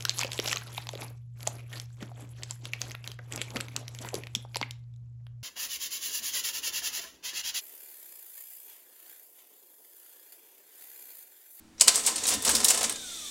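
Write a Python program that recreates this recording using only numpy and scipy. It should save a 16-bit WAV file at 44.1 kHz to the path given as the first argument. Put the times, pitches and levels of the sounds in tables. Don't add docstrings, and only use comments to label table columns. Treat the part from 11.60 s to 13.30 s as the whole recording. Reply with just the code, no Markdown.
import sys
import numpy as np
from scipy import signal
from scipy.fft import rfft, irfft
from scipy.io import wavfile
from scipy.ndimage import uniform_filter1d

SR = 44100
rng = np.random.default_rng(int(sys.argv[2]) if len(sys.argv) > 2 else 0)


def inscribe(sig):
    pcm = np.round(np.clip(np.atleast_2d(sig).T, -1, 1) * 32767)
    wavfile.write(sys.argv[1], SR, pcm.astype(np.int16))


N = 74970
T, HZ = np.arange(N) / SR, np.fft.rfftfreq(N, 1 / SR)

# start in seconds, level in dB, low weight in dB,
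# top edge in dB, chatter t60 in seconds, part pitch in Hz, its ring in dB, hardness from 0 to 1.
STEEL_HITS = [ (.18, -48, 13, -15, 0.13, 5700, 21, 0.84), (.1981, -23.5, -11, -9, 0.022, 7400, 9, 0.5),
              (.207, -24.5, -1.5, -10, 0.072, 7200, 4, .5), (.2101, -12, -6.5, 1.5, 0.058, 7440, 2, 1),
              (.216, -13, 9.5, -2, 0.029, 7220, 12.5, 0.44), (.272, -24.5, 23, 0, 0.052, 7800, 7, 0),
              (.276, -18, 0, 11, 0.077, 7000, 8, 0.84), (.2803, -8.5, 1.5, -2, 0.046, 4140, 6.5, 0.78),
              (.2835, -17.5, 8, -4, 0.072, 625, 3, 0), (.3215, -37, -3, 4, .06, 6700, 5, 0.7),
              (.346, -27.5, -3.5, 5, 0.3, 7860, 4, 0.8), (.3573, -15.5, -25, 0, 0.028, 8350, 12, 0.94),
              (.3765, -30, 18, 6, 0.031, 8900, 20, 0.9), (.395, -35, 6, 2, 0.13, 7700, 4, 0.8),
              (.4357, -32.5, -7, 0, 0.066, 7060, 2, 0.5), (.447, -29, -6, -2, 0.15, 7500, 11, 0.06),
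              (.4638, -16.5, -22, 6.5, 0.048, 7800, 8.5, 0.84), (.472, -22, -1, 1.5, 0.13, 1040, 13, 0.78),
              (.558, -27, 2.5, 0, 0.084, 8800, 10, 0.82), (.578, -28.5, -1, -12, 0.081, 9000, 8, 0.4),
              (.635, -22.5, -3, 2, 0.068, 6880, 14.5, 0.2), (.6538, -25, 1.5, -8, 0.044, 3870, 9, 0.86),
              (.6685, -22.5, -27, 5, 0.04, 7700, 4, 0.92), (.6765, -22, -5, 4, 0.09, 8500, 3, 0.9),
              (.686, -20.5, 4, 10, 0.092, 8380, 1, 0.6), (.7035, -27.5, 5, -1, 0.26, 6900, 5, 0.7),
              (.7385, -24.5, 0, 7, 0.083, 6440, 5, 0.86), (.8228, -31, -20, 16, 0.055, 9900, 4, 1),
              (.849, -20, 0.5, 7.5, 0.067, 8670, 1, 0.65), (.866, -30.5, 20.5, 5, 0.11, 7900, 10, 0.4),
              (.8775, -22, -6, -6, 0.048, 4160, 9, 0.87), (.8922, -20, 5, 9.5, 0.08, 1530, 10, 0.95),
              (.912, -18.5, -1, 0, 0.043, 8170, 15, 0.66), (.9496, -15.5, 0, 7.5, 0.063, 4960, 13, 0.43),
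              (.965, -20, -6, 5, 0.028, 4730, 7, 0.6), (1.0025, -26.5, -1, 2, 0.037, 9700, 14, 0.83),
              (1.0452, -15.5, -33, 10, 0.072, 6950, 1, 1), (1.049, -17, -10, -23, 0.024, 3850, 12, 0.88),
              (1.0833, -16, -24, -2, 0.092, 7000, 0, 0.93), (1.1025, -15, 5, 8.5, 0.074, 7300, 4, 0.67),
              (1.144, -21.5, 13, 10, 0.055, 7480, 12, 0.3), (1.175, -25.5, -1, 3, 0.11, 746, 14, 0.82),
              (1.208, -25, 11.5, 1, 0.097, 8200, -6, 0.4), (1.2305, -24.5, 14, 8, .04, 8900, 6, 1),
              (1.2385, -19.5, 6.5, -2, .08, 8200, 3, 0.22), (1.2958, -24, 5.5, 2.5, 0.045, 8600, 10.5, 1),
              (1.323, -28, -12, 9, 0.024, 8850, 18, 0.5), (1.3581, -30, -5, -5, 0.031, 6754, 8, 0.7)]
# frequency in Hz, relative level in dB.
STEEL_EQ = [(30, -57), (120, -42), (220, -20), (360, -27.5), (450, -11.5), (900, -14.5), (1700, -12),
            (3000, -5.5), (4500, -3), (6200, -2), (8000, 1), (9800, -5), (11500, -13.5), (15500, -22)]
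# pitch in Hz, gain in dB, t60 in seconds.
PLATE_MODES = [(458, -21, 0.18), (538, -13, 0.18), (689, -5, 0.053), (747, 0.5, 0.084), (1024, 2.5, 0.1),
               (1034, -3.5, 0.1), (1300, 2, 0.23), (1800, -3.5, .15), (2120, -5, 0.07), (2950, -2, 0.13),
               (3760, -34, 0.09), (4300, -8, 0.099), (4776, -6.5, .1), (7030, -1.5, 0.25),
               (7500, -18, 0.25), (8040, -13, 0.18), (8440, 4, 0.21), (7800, -8, 0.14)]
# time in seconds, level in dB.
RATTLE_LEVEL = [(.2, -44), (.24, -39), (.33, -36), (.37, -31), (.42, -42.5), (.50, -33), (.54, -40.5),
                (.62, -38.5), (.69, -37.5), (.74, -30), (.78, -49.5), (.83, -37.5), (.88, -26.5),
                (.94, -32), (1.02, -31), (1.12, -30.5), (1.25, -41.5), (1.32, -36.5), (1.37, -64)]
# frequency in Hz, relative level in dB.
RATTLE_EQ = [(25, -47), (60, -25), (110, -13), (160, -13), (230, -5.5), (370, -1), (450, 3.5), (750, -4.5),
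             (900, -0.5), (1700, -4.5), (3000, -5), (5000, 1), (8000, 3), (10500, -7.5), (15500, -18.5)]
# time in seconds, level in dB.
DRONE_LEVEL = [(.19, -62), (.24, -55.5), (.38, -58.5), (.6, -51), (.68, -54.5), (.78, -39.5), (.83, -59),
               (.88, -41), (.95, -40.5), (1.04, -44.5), (1.08, -58), (1.28, -47.5), (1.36, -60), (1.7, -77)]
# pitch in Hz, width in Hz, relative level in dB.
DRONE_MODES = [(66.6, 7.9, -8.5), (89, 42, -5), (228.4, 21, 5), (291, 60, 0.5)]
# time in seconds, shaft speed in Hz, brush hiss in dB.
MOTOR_RUN = [(.19, 60, -72), (.3, 87.3, -51), (.8, 92, -43), (1.35, 89.36, -42), (1.5, 85.6, -39.5),
             (1.7, 81, -39.5)]
# multiple of the shaft speed, level in dB.
SHAFT_PARTIALS = [(1, -69.5), (3, -67.5), (4, -80)]
# frequency in Hz, relative level in dB.
BRUSH_EQ = [(150, -16), (400, -9), (1000, -13.5), (2000, -10.5), (2500, -3.5), (2780, -12), (3050, -2),
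            (3750, 6), (4600, -3), (6000, 1.5), (8200, 1.5), (10000, -5), (12500, -11.5), (15500, -19)]
# centre in Hz, width in Hz, boost or cut in dB.
BRUSH_BELLS = [(3520, 62, 9.5), (3650, 22, 13), (3750, 32, -2), (3750, 25, 0), (3750, 14, -5),
               (4110, 19, -4), (5680, 60, 10), (6140, 34, 10.5), (8100, 150, 4), (14100, 400, 8)]
# time in seconds, tooth rate in Hz, level in dB.
GEAR_RUN = [(.19, 1200, -68), (.33, 1820, -60), (1.08, 1813, -47), (1.33, 1672, -54), (1.42, 1535, -57),
            (1.5, 1409, -56), (1.7, 1124, -60)]
# multiple of the tooth rate, relative level in dB.
GEAR_PARTIALS = [(.5, -12), (1, -3), (1.5, -9), (2, -7)]
# frequency in Hz, t60 in seconds.
ROOM_DECAY = [(200, 0.97), (700, 0.47), (2000, 0.41), (5000, 0.28), (9000, .22), (15000, 0.21)]
# frequency in Hz, relative level in dB.
AIR_EQ = [(20, 4), (32, -13), (52, 0), (90, -5), (130, -5.5), (200, -19.5), (330, -10), (500, -14),
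          (1500, -16), (3000, -19.5), (8000, -21.5), (15000, -33)]
# pitch in Hz, level in dB.
ROOM_HUM = [(183, -70), (210, -72.5), (323, -65)]

CRACK_DB, CRACK_S, CHATTER_DB = 6.5, 0.00032, 2
SOFT_RISE_S = 0.0031
WEIGHT_HZ, EDGE_HZ, PART_WIDTH_HZ = 2300, 8940, 410
TICKS_PER_S, TICK_SPREAD_DB = 1500, 1.5
BRUSH_FLUTTER_DB = 0.33
BRUSH_REPEAT = 0.37
ROOM_DB, ROOM_DELAY_S, AIR_DB = -11.5, 0.0049, -60


def clacks(size=8192):
    out, t, hz = np.zeros(N), T[:size], np.fft.rfftfreq(size, 1 / SR)
    steel = spectrum(STEEL_EQ, hz)
    low_shelf = 1 / (1 + (hz / WEIGHT_HZ) ** 3)
    high_shelf = 1 - 1 / (1 + (hz / EDGE_HZ) ** 8)
    for start, db, weight_db, edge_db, t60, part_hz, ring_db, hardness in STEEL_HITS:
        crack_noise, chatter_noise = np.sign(rng.standard_normal((2, size)))
        crack = hardness * amp(CRACK_DB) * np.exp(-t / CRACK_S) * crack_noise
        rise = 1 - np.exp(-t / (SOFT_RISE_S * max(1 - hardness, 0) + 1 / SR))
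        chatter = rise * amp(CHATTER_DB - 60 * t / t60) * chatter_noise
        ring = ring_db * bell(hz, part_hz, PART_WIDTH_HZ)
        tone = steel + weight_db * low_shelf + edge_db * high_shelf + ring
        add(out, start, amp(db) * colour(crack + chatter, tone))
    return out


def rattle():
    ticks = (rng.random(N) < TICKS_PER_S / SR) * rng.choice([-1, 1], N)
    accents = amp(TICK_SPREAD_DB * np.minimum(rng.exponential(1, N), 4))
    fader = amp(curve(RATTLE_LEVEL)) * (T > RATTLE_LEVEL[0][0])
    return colour(unit(ticks * accents) * fader, spectrum(RATTLE_EQ, HZ))


def plate_ring(blows, size=20000):
    t, ring = T[:size], 0
    for hz, db, t60 in PLATE_MODES:
        fade = amp(-60 * t / t60)
        ring = ring + 2 * amp(db) * fade / fade.sum() * np.cos(2 * np.pi * hz * t)
    return signal.fftconvolve(blows, ring)[:N]


def frame_drone():
    body = sum(amp(db) * shaped_noise(bell(HZ, hz, width)) for hz, width, db in DRONE_MODES)
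    levelled = body / np.sqrt(uniform_filter1d(body ** 2, size=3000) + 1e-9)
    return levelled * amp(curve(DRONE_LEVEL))


def motor():
    turns = cycles(MOTOR_RUN, wobble=0.0025, wobble_hz=20)
    hum = sum(amp(db) * np.sin(2 * np.pi * k * turns) for k, db in SHAFT_PARTIALS)
    fade_in = np.clip((T - MOTOR_RUN[0][0]) / .05, 0, 1)
    return (brush_hiss(turns) + np.sqrt(2) * (hum + gear_whine())) * fade_in


def brush_hiss(turns, size=512):
    track = rng.standard_normal(size)[(turns * size).astype(int) % size]
    scrape = np.sqrt(BRUSH_REPEAT) * track + np.sqrt(1 - BRUSH_REPEAT) * rng.standard_normal(N)
    tone = spectrum(BRUSH_EQ, HZ) + sum(db * bell(HZ, hz, width) for hz, width, db in BRUSH_BELLS)
    return colour(scrape, tone) * amp(curve(MOTOR_RUN, column=2) + BRUSH_FLUTTER_DB * waver(60))


def gear_whine():
    teeth = cycles(GEAR_RUN, wobble=0.00416, wobble_hz=46)
    whine = sum(amp(db) * np.sin(2 * np.pi * k * teeth) * (1 + 0.62 * waver(65))
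                for k, db in GEAR_PARTIALS)
    return whine * amp(curve(GEAR_RUN, column=2))


def room_reverb(x, size=22050):
    hz, t, noise = signal.stft(rng.standard_normal(size), SR, nperseg=256)
    decay = amp(-60 * t / spectrum(ROOM_DECAY, hz)[:, None])
    tail = signal.istft(noise * decay, SR, nperseg=256)[1][:size]
    tail *= np.clip(T[:size] / ROOM_DELAY_S - 1, 0, 1)
    return signal.fftconvolve(x, tail / np.linalg.norm(tail))[:N]


def room_tone():
    hum = sum(amp(db) * np.sin(2 * np.pi * (hz * T + rng.random())) for hz, db in ROOM_HUM)
    return amp(AIR_DB) * colour(rng.standard_normal(N), spectrum(AIR_EQ, HZ)) + np.sqrt(2) * hum


def amp(db):
    return 10 ** (np.asarray(db) / 20)


def unit(x):
    return x / np.sqrt(np.mean(x ** 2) + 1e-20)


def curve(rows, column=1):
    return np.interp(T, np.array(rows)[:, 0], np.array(rows)[:, column])


def spectrum(rows, hz):
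    points_hz, values = np.transpose(rows)
    return np.interp(np.log(hz + 1), np.log(points_hz), values)


def bell(hz, centre, width):
    return 1 / (1 + (2 * (hz - centre) / width) ** 2)


def colour(x, db):
    cepstrum = irfft(np.log(unit(amp(db)) + 1e-9))
    cepstrum[1:len(x) // 2] *= 2
    cepstrum[len(x) // 2 + 1:] = 0
    return irfft(rfft(x) * np.exp(rfft(cepstrum)))


def shaped_noise(gains):
    return unit(irfft(rfft(rng.standard_normal(N)) * gains))


def waver(rate_hz):
    return shaped_noise(np.exp(-(HZ / rate_hz) ** 2))


def cycles(run, wobble, wobble_hz):
    return np.cumsum(curve(run) * (1 + wobble * waver(wobble_hz))) / SR


def add(mix, start_s, sound):
    part = mix[round(start_s * SR):][:len(sound)]
    part += sound[:len(part)]


def scene():
    blows = clacks() + rattle()
    steel = blows + plate_ring(blows)
    return (steel + amp(ROOM_DB) * room_reverb(steel) + frame_drone() + motor() + room_tone())[None]


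def record(dry):
    lowpass = signal.firwin(401, cutoff=15950, window=("kaiser", 8), fs=SR)
    return signal.oaconvolve(np.clip(dry, -1, 1), lowpass[None], "same")


dry = scene()
out = record(dry)
inscribe(out)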